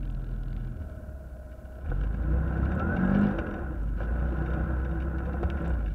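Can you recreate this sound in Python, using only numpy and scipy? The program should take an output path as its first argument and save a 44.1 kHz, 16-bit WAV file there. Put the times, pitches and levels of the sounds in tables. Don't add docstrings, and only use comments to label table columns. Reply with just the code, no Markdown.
import sys
import numpy as np
from scipy import signal
from scipy.fft import rfft, irfft
from scipy.io import wavfile
from scipy.ndimage import uniform_filter1d

SR = 44100
rng = np.random.default_rng(int(sys.argv[2]) if len(sys.argv) > 2 else 0)


def output_pcm(signal):
    pcm = np.clip(np.atleast_2d(signal).T, -1, 1) * 32767
    wavfile.write(sys.argv[1], SR, np.round(pcm).astype(np.int16))


N = 261954
TIME = np.arange(N) / SR

# (frequency [Hz], width [Hz], relative level [dB])
CASE_MODES = [(330.2, 35, 3), (499.4, 50, 7), (591.5, 56.5, -6), (737.4, 70, 3.5), (1034.5, 95, -7.5),
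              (1326.5, 77, -2.5), (1477, 63.3, 0), (1636, 85, -7.5), (1860, 70, -28.5), (2273, 167, -25),
              (2698, 200, -30.5), (2850, 260, -30), (3687, 113, -38), (4640, 69, -46.5), (5770, 380, -52.5)]


def amp(db):
    return 10 ** (np.asarray(db) / 20)


def evened(x):
    return x / np.sqrt(np.mean(x ** 2) + 1e-20)


def by_value(rows, value):
    first, *columns = np.transpose(rows)
    return [np.interp(value, first, column) for column in columns]


def drift(per_s):
    points = rng.standard_normal(1000)
    wander = np.interp(TIME * per_s, np.arange(1000), points)
    return evened(uniform_filter1d(wander, 200))


def coloured(x, points):
    hz, db = np.transpose(points)
    f = np.fft.rfftfreq(len(x), 1 / SR)
    gain_db = np.interp(np.log(f + 1), np.log(hz), db, left=-70, right=-90)
    return irfft(rfft(x) * amp(gain_db), len(x))


def ring(x, hz, width):
    b, a = signal.iirpeak(hz, hz / max(width, 5), SR)
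    return signal.lfilter(b, a, x)


def case(x, tilt_db=0):
    total = 0
    for k, (hz, width, db) in enumerate(CASE_MODES):
        sign = (-1) ** k
        level = amp(db + tilt_db * np.log2(hz / 1000))
        total = total + sign * level * ring(ring(x, hz, 3 * width), hz, width)
    return total


def upper(x, tilt_db):
    high_pass = signal.butter(6, 2000, "high", fs=SR, output="sos")
    return signal.sosfilt(high_pass, case(x, tilt_db))


def wide(x):
    band = signal.butter(3, [1800, 4000], "band", fs=SR, output="sos")
    return signal.sosfilt(band, x)


def blows(rows, length_s):
    out, t = np.zeros(N + 2000), np.arange(2000) / SR
    for s, db in rows:
        start = round(s * SR)
        pushes = rng.choice([-1., 1.], 2000)
        out[start:start + 2000] += amp(db) * pushes * np.exp(-t / length_s)
    return out[:N]


def rumble():
    # (frequency [Hz], relative level [dB])
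    rumble_colour = [(8.8, -51), (15, -24.5), (41, 4), (64, 6), (108, 1.5), (155, 1), (298, -6), (343, -16),
                     (413, -12), (450, -25.5), (580, -52), (990, -120)]
    return evened(coloured(rng.standard_normal(N), rumble_colour))


def grit(cycles):
    bunching = .5 + np.exp(-(2 * cycles % 1 - .1) ** 2 / 0.002)
    hits_per_s = 800 * amp(1.8 * drift(per_s=40.)) * bunching
    happens = rng.random(N) < hits_per_s / SR
    size = amp(2.5 * np.minimum(rng.exponential(1, N), 3)) * happens
    fading = signal.lfilter([1], [1, -np.exp(-1 / (0.0011 * SR))], size)
    hits = fading * rng.standard_normal(N)
    return evened(evened(upper(hits, tilt_db=5.)) + .4 * evened(wide(hits)))


def ticks():
    # (time [s], blow strength [dB], strength of the sharp part over the blow [dB])
    tick_rows = [(0.0284, -45, 1), (0.5655, -51, 27.5), (0.6472, -51.5, 20), (1.514, -50.5, 3),
                 (1.8594, -47, 5), (1.8944, -45, -2), (2.0347, -37.5, 8), (2.1415, -42, 2),
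                 (2.478, -42, -7), (2.575, -41, 0), (2.6535, -38.5, 13), (2.7167, -34.5, -2),
                 (2.795, -33, 12), (2.9652, -32, 6.5), (3.049, -40.5, -2), (3.146, -37.5, -3),
                 (3.311, -39, -14), (3.3861, -27.5, -19), (3.466, -39, 8), (3.509, -39, 2),
                 (3.5393, -36.5, 9), (3.5819, -45, -8), (4.1954, -43.5, 2), (4.46, -36, -6),
                 (4.502, -38, -8), (4.535, -34.5, 3), (4.8463, -37.5, 4), (4.91, -43.5, 0), (5.001, -37, 6),
                 (5.021, -38, -3), (5.1838, -38, 8), (5.254, -40.5, 5), (5.3324, -39, 9), (5.433, -36.5, 5),
                 (5.5013, -35.5, 25.5), (5.5717, -40, -14), (5.6516, -37, 9), (5.7032, -44, 0),
                 (5.8586, -38.5, 0), (5.877, -41, -5)]
    # (time [s], blow strength [dB])
    ping_rows = [(0.109, -69), (2.7527, -68), (3.061, -71), (3.0779, -71), (3.1084, -70), (3.1882, -67),
                 (3.2136, -66.5), (3.831, -71), (5.5028, -69), (5.6197, -69), (5.6787, -64), (5.6955, -70)]
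    dull_blows = blows([(s, db) for s, db, _ in tick_rows], length_s=0.0074)
    sharp_blows = blows([(s, db + up) for s, db, up in tick_rows], length_s=.0004)
    dull = amp(26.5) * upper(dull_blows, tilt_db=3.0)
    sharp = amp(-10) * wide(sharp_blows)
    pings = amp(15.0) * ring(blows(ping_rows, length_s=0.0025), 7600, 1500)
    return dull + sharp + pings


def knocks():
    # (time [s], blow strength [dB], low thud level [dB])
    knock_rows = [(1.045, -54, -60), (1.854, -37.5, -42), (1.914, -29, -44), (2.038, -40, -41),
                  (2.142, -38, -53), (3.384, -26, -26), (4.002, -26.5, -45), (5.339, -34, -71),
                  (5.431, -26.5, -18.5)]
    rap = amp(13) * case(blows([(s, db) for s, db, _ in knock_rows], length_s=.004), tilt_db=-2)
    push = np.zeros(N)
    for s, _, thud_db in knock_rows:
        push[round(s * SR)] = amp(thud_db)
    t = np.arange(4000) / SR
    swell = (t / .022) ** 3 * np.exp(3 - 3 * t / .022)
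    rock = np.sin(2 * np.pi * 72 * t) * swell
    thump = np.sin(2 * np.pi * 420 * t) * np.exp(-t / 0.0011)
    return rap + signal.oaconvolve(push, rock + amp(4.0) * thump)[:N]


def panel(cycles):
    start_s, rise_s, end_s, fall_s = .9, .25, 1.79, .15
    rest_db, buzz_db, after_db = -66, -55, -80
    start_hz, sag_hz_per_s = 624, 14
    corners = [start_s - rise_s, start_s, end_s, end_s + fall_s]
    level_db = np.interp(TIME, corners, [rest_db, buzz_db, buzz_db, after_db])
    hz = start_hz - sag_hz_per_s * (TIME - start_s)
    unsteady_hz = hz * (1 + .011 * drift(per_s=25.))
    waver_db = 1.2 * drift(per_s=30.) + 1.2 * drift(per_s=5.6)
    swell = (1 + 0.47 * np.cos(4 * np.pi * cycles)) * amp(waver_db)
    tone = swell * np.sin(2 * np.pi * np.cumsum(unsteady_hz) / SR)
    scrape = ring(ring(rng.standard_normal(N), 640, 40), 653, 90)
    return amp(level_db) * evened(evened(tone) + .55 * evened(scrape))


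def slack(hz, cycles):
    centre_hz, width_hz = 21.2, .6
    strength_db, spread_db, idle_turn_db = -46, 6, -7
    delay = .12
    crank = np.floor(2 * (cycles - delay))
    near = np.exp(-((hz - centre_hz) / width_hz) ** 2)
    size_db = strength_db + idle_turn_db * (crank % 2) + spread_db * rng.uniform(-1, 1, N)
    size = np.diff(crank, prepend=-1) * near * amp(size_db)
    fading = signal.lfilter([1], [1, -np.exp(-1 / (.002 * SR))], size)
    hits = fading * rng.choice([-1., 1.], N)
    return wide(hits) + amp(10) * upper(hits, tilt_db=0.) + amp(8) * case(hits)


def gears(hz):
    teeth = 34.7
    start_s, end_s, drive_db = 2.8, 3.3, -34
    rise_db_per_s, fall_db_per_s = 324, 250
    before_db = rise_db_per_s * np.maximum(start_s - TIME, 0)
    after_db = fall_db_per_s * np.maximum(TIME - end_s, 0)
    level_db = drive_db - before_db - after_db + 2.1 * drift(per_s=47.0)
    tooth_hz = teeth * hz * (1 + 0.01205 * drift(per_s=140.0))
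    tone = np.sin(2 * np.pi * np.cumsum(tooth_hz) / SR)
    return case(amp(level_db) * tone)


def hum(drive):
    total = 0
    for hz, width, db in CASE_MODES[:4]:
        level = amp(db + 3 * drift(per_s=14.))
        total = total + level * ring(ring(drive, hz, width), hz, .45 * width)
    return evened(total)


def clatter_drive(cycles):
    throb = 1.3 + np.exp(-(2 * cycles % 1) / .35) * amp(3 * drift(per_s=60.))
    firings = np.diff(np.floor(cycles), prepend=0) * amp(3.3 * drift(per_s=45.))
    return evened(throb * rng.standard_normal(N)) + .3 * evened(firings)


def clatter(drive):
    # (frequency [Hz], relative level [dB])
    between_modes = [(200, 2), (300, -8.5), (420, -11), (900, -28.5), (1180, -32), (1500, -25),
                     (1900, -27.5), (3000, -40.5), (4000, -57.5)]
    return evened(evened(case(drive)) + amp(-7.5) * evened(coloured(drive, between_modes)))


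def shake(hz, push, cycles, clatter_db):
    multiples = (1, 2, 3, 4, 5, 6, 10)
    # (firings a second [Hz], then the relative level [dB] of each multiple)
    shake_rows = [(15, -66, -55, -47, -37, -56, -52, -66), (19.5, -62, -50, -40, -36, -55, -55, -60),
                  (20.8, -61, -32, -50, -47, -51, -40, -55), (26, -53, -30, -45, -52, -51, -51, -60),
                  (31, -52, -30, -48, -49, -39.5, -48, -51), (40, -46, -39, -48, -47, -40, -51, -54),
                  (47, -38, -40, -48, -35, -39, -50, -49), (51, -35, -46, -36, -28, -41, -53, -50)]
    throttle_lifts = (0, 7, 16, 15, 6, 9, 0)
    # (multiple of the firing rate, level over the clatter [dB])
    weak_rows = [(7, -18.5), (8, -15)]
    tones = [(k, db + lift_db * push)
             for k, db, lift_db in zip(multiples, by_value(shake_rows, hz), throttle_lifts)]
    tones += [(k, clatter_db + db) for k, db in weak_rows]
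    steadiness = np.minimum(hz / 24.0, 1) ** 2
    total = 0
    for k, level_db in tones:
        waver_db = (1.5 + 0.21 * k) * steadiness * drift(per_s=24.)
        phase = 2 * np.pi * k * cycles + 0.47 * drift(per_s=8.)
        total = total + np.sqrt(2) * amp(level_db + waver_db) * np.cos(phase)
    return amp(-0.5) * total


def engine():
    # (time [s], firings a second [Hz], throttle [0-1])
    engine_rows = [(0, 21.05, .4), (.71, 20.8, .3), (.82, 19.3, .1), (1.3, 15.9, 0), (1.78, 15, 0),
                   (1.9, 20.8, .9), (2.05, 25.5, .6), (2.36, 31.4, 1), (2.66, 33.4, 1), (3.02, 46.6, 1),
                   (3.25, 51, 1), (3.34, 49.6, 0), (3.62, 35.5, 0), (3.8, 26.5, .35), (3.94, 24.3, .55),
                   (4.25, 30.9, .75), (5.05, 32.1, .4), (5.57, 35.1, .4), (5.68, 32.6, .6),
                   (5.94, 22.6, .35)]
    # (firings a second [Hz], clatter level [dB], hum of the low
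    # modes level [dB], rumble level [dB], grit level [dB])
    rough_rows = [(16, -56.5, -68.5, -48.5, -74), (19.45, -54, -62.5, -42, -72),
                  (24.9, -49, -54, -39, -65.5), (31.23, -42, -44, -38.5, -69.5),
                  (40, -37, -47.5, -35.5, -72), (51.6, -34, -42.5, -35, -62.5)]
    # (middle [s], half length [s], rattle change [dB], clatter change [dB])
    moment_rows = [(0, .3, 0, -0.5), (0.608, 0.049, 4, 0.5), (1.87, 0.14, 4.5, 5.5), (2.6, 0.18, 2.5, 2),
                   (3.2, .15, 8.5, 0.5), (4.017, 0.042, 9.5, 5.5), (4.13, 0.085, -2.5, 4.5),
                   (4.51, 0.31, 3.5, 4), (5.68, 0.14, 10.5, 2.5)]
    hz, throttle = by_value(engine_rows, TIME)
    push = throttle - .5
    clatter_db, hum_db, rumble_db, grit_db = by_value(rough_rows, hz)
    clatter_db = clatter_db + 2.5 * push
    hum_db = hum_db - 2 * push
    rumble_db = rumble_db + 4.5 * push
    grit_db = grit_db + 5.5 * push
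    for middle_s, half_s, rattle_change_db, clatter_change_db in moment_rows:
        moment = np.exp(-((TIME - middle_s) / half_s) ** 2)
        grit_db = grit_db + rattle_change_db * moment
        clatter_db = clatter_db + clatter_change_db * moment
    cycles = np.cumsum(hz * (1 + 0.006 * drift(per_s=25.))) / SR
    drive = clatter_drive(cycles)
    noises = amp(rumble_db) * rumble() + amp(grit_db) * grit(cycles)
    parts = panel(cycles) + slack(hz, cycles) + gears(hz)
    ringing = amp(hum_db) * hum(drive) + amp(clatter_db) * clatter(drive)
    return noises + parts + ringing + shake(hz, push, cycles, clatter_db)


def scene():
    fade_in = np.minimum(np.arange(N) / 150, 1)
    return (ticks() + knocks() + engine())[None] * fade_in


def record(dry):
    hiss_db, edge_hz = -72.5, 15680
    treble = signal.butter(1, [3000, 19000], "band", fs=SR, output="sos")
    hiss = amp(hiss_db) * signal.sosfilt(treble, rng.standard_normal(dry.shape))
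    power_db = 10 * np.log10(uniform_filter1d(dry ** 2, 9000) + 1e-12)
    lift_db = np.clip(.8 * (-35 - power_db), 0, 2.2)
    lifted = (dry + hiss) * amp(lift_db)
    padded = np.pad(lifted, ((0, 0), (1000, 1000)), "reflect")
    low_pass = signal.firwin(2001, edge_hz, window=("kaiser", 10), fs=SR)
    return signal.oaconvolve(padded, low_pass[None], "valid")


dry = scene()
out = record(dry)
output_pcm(out)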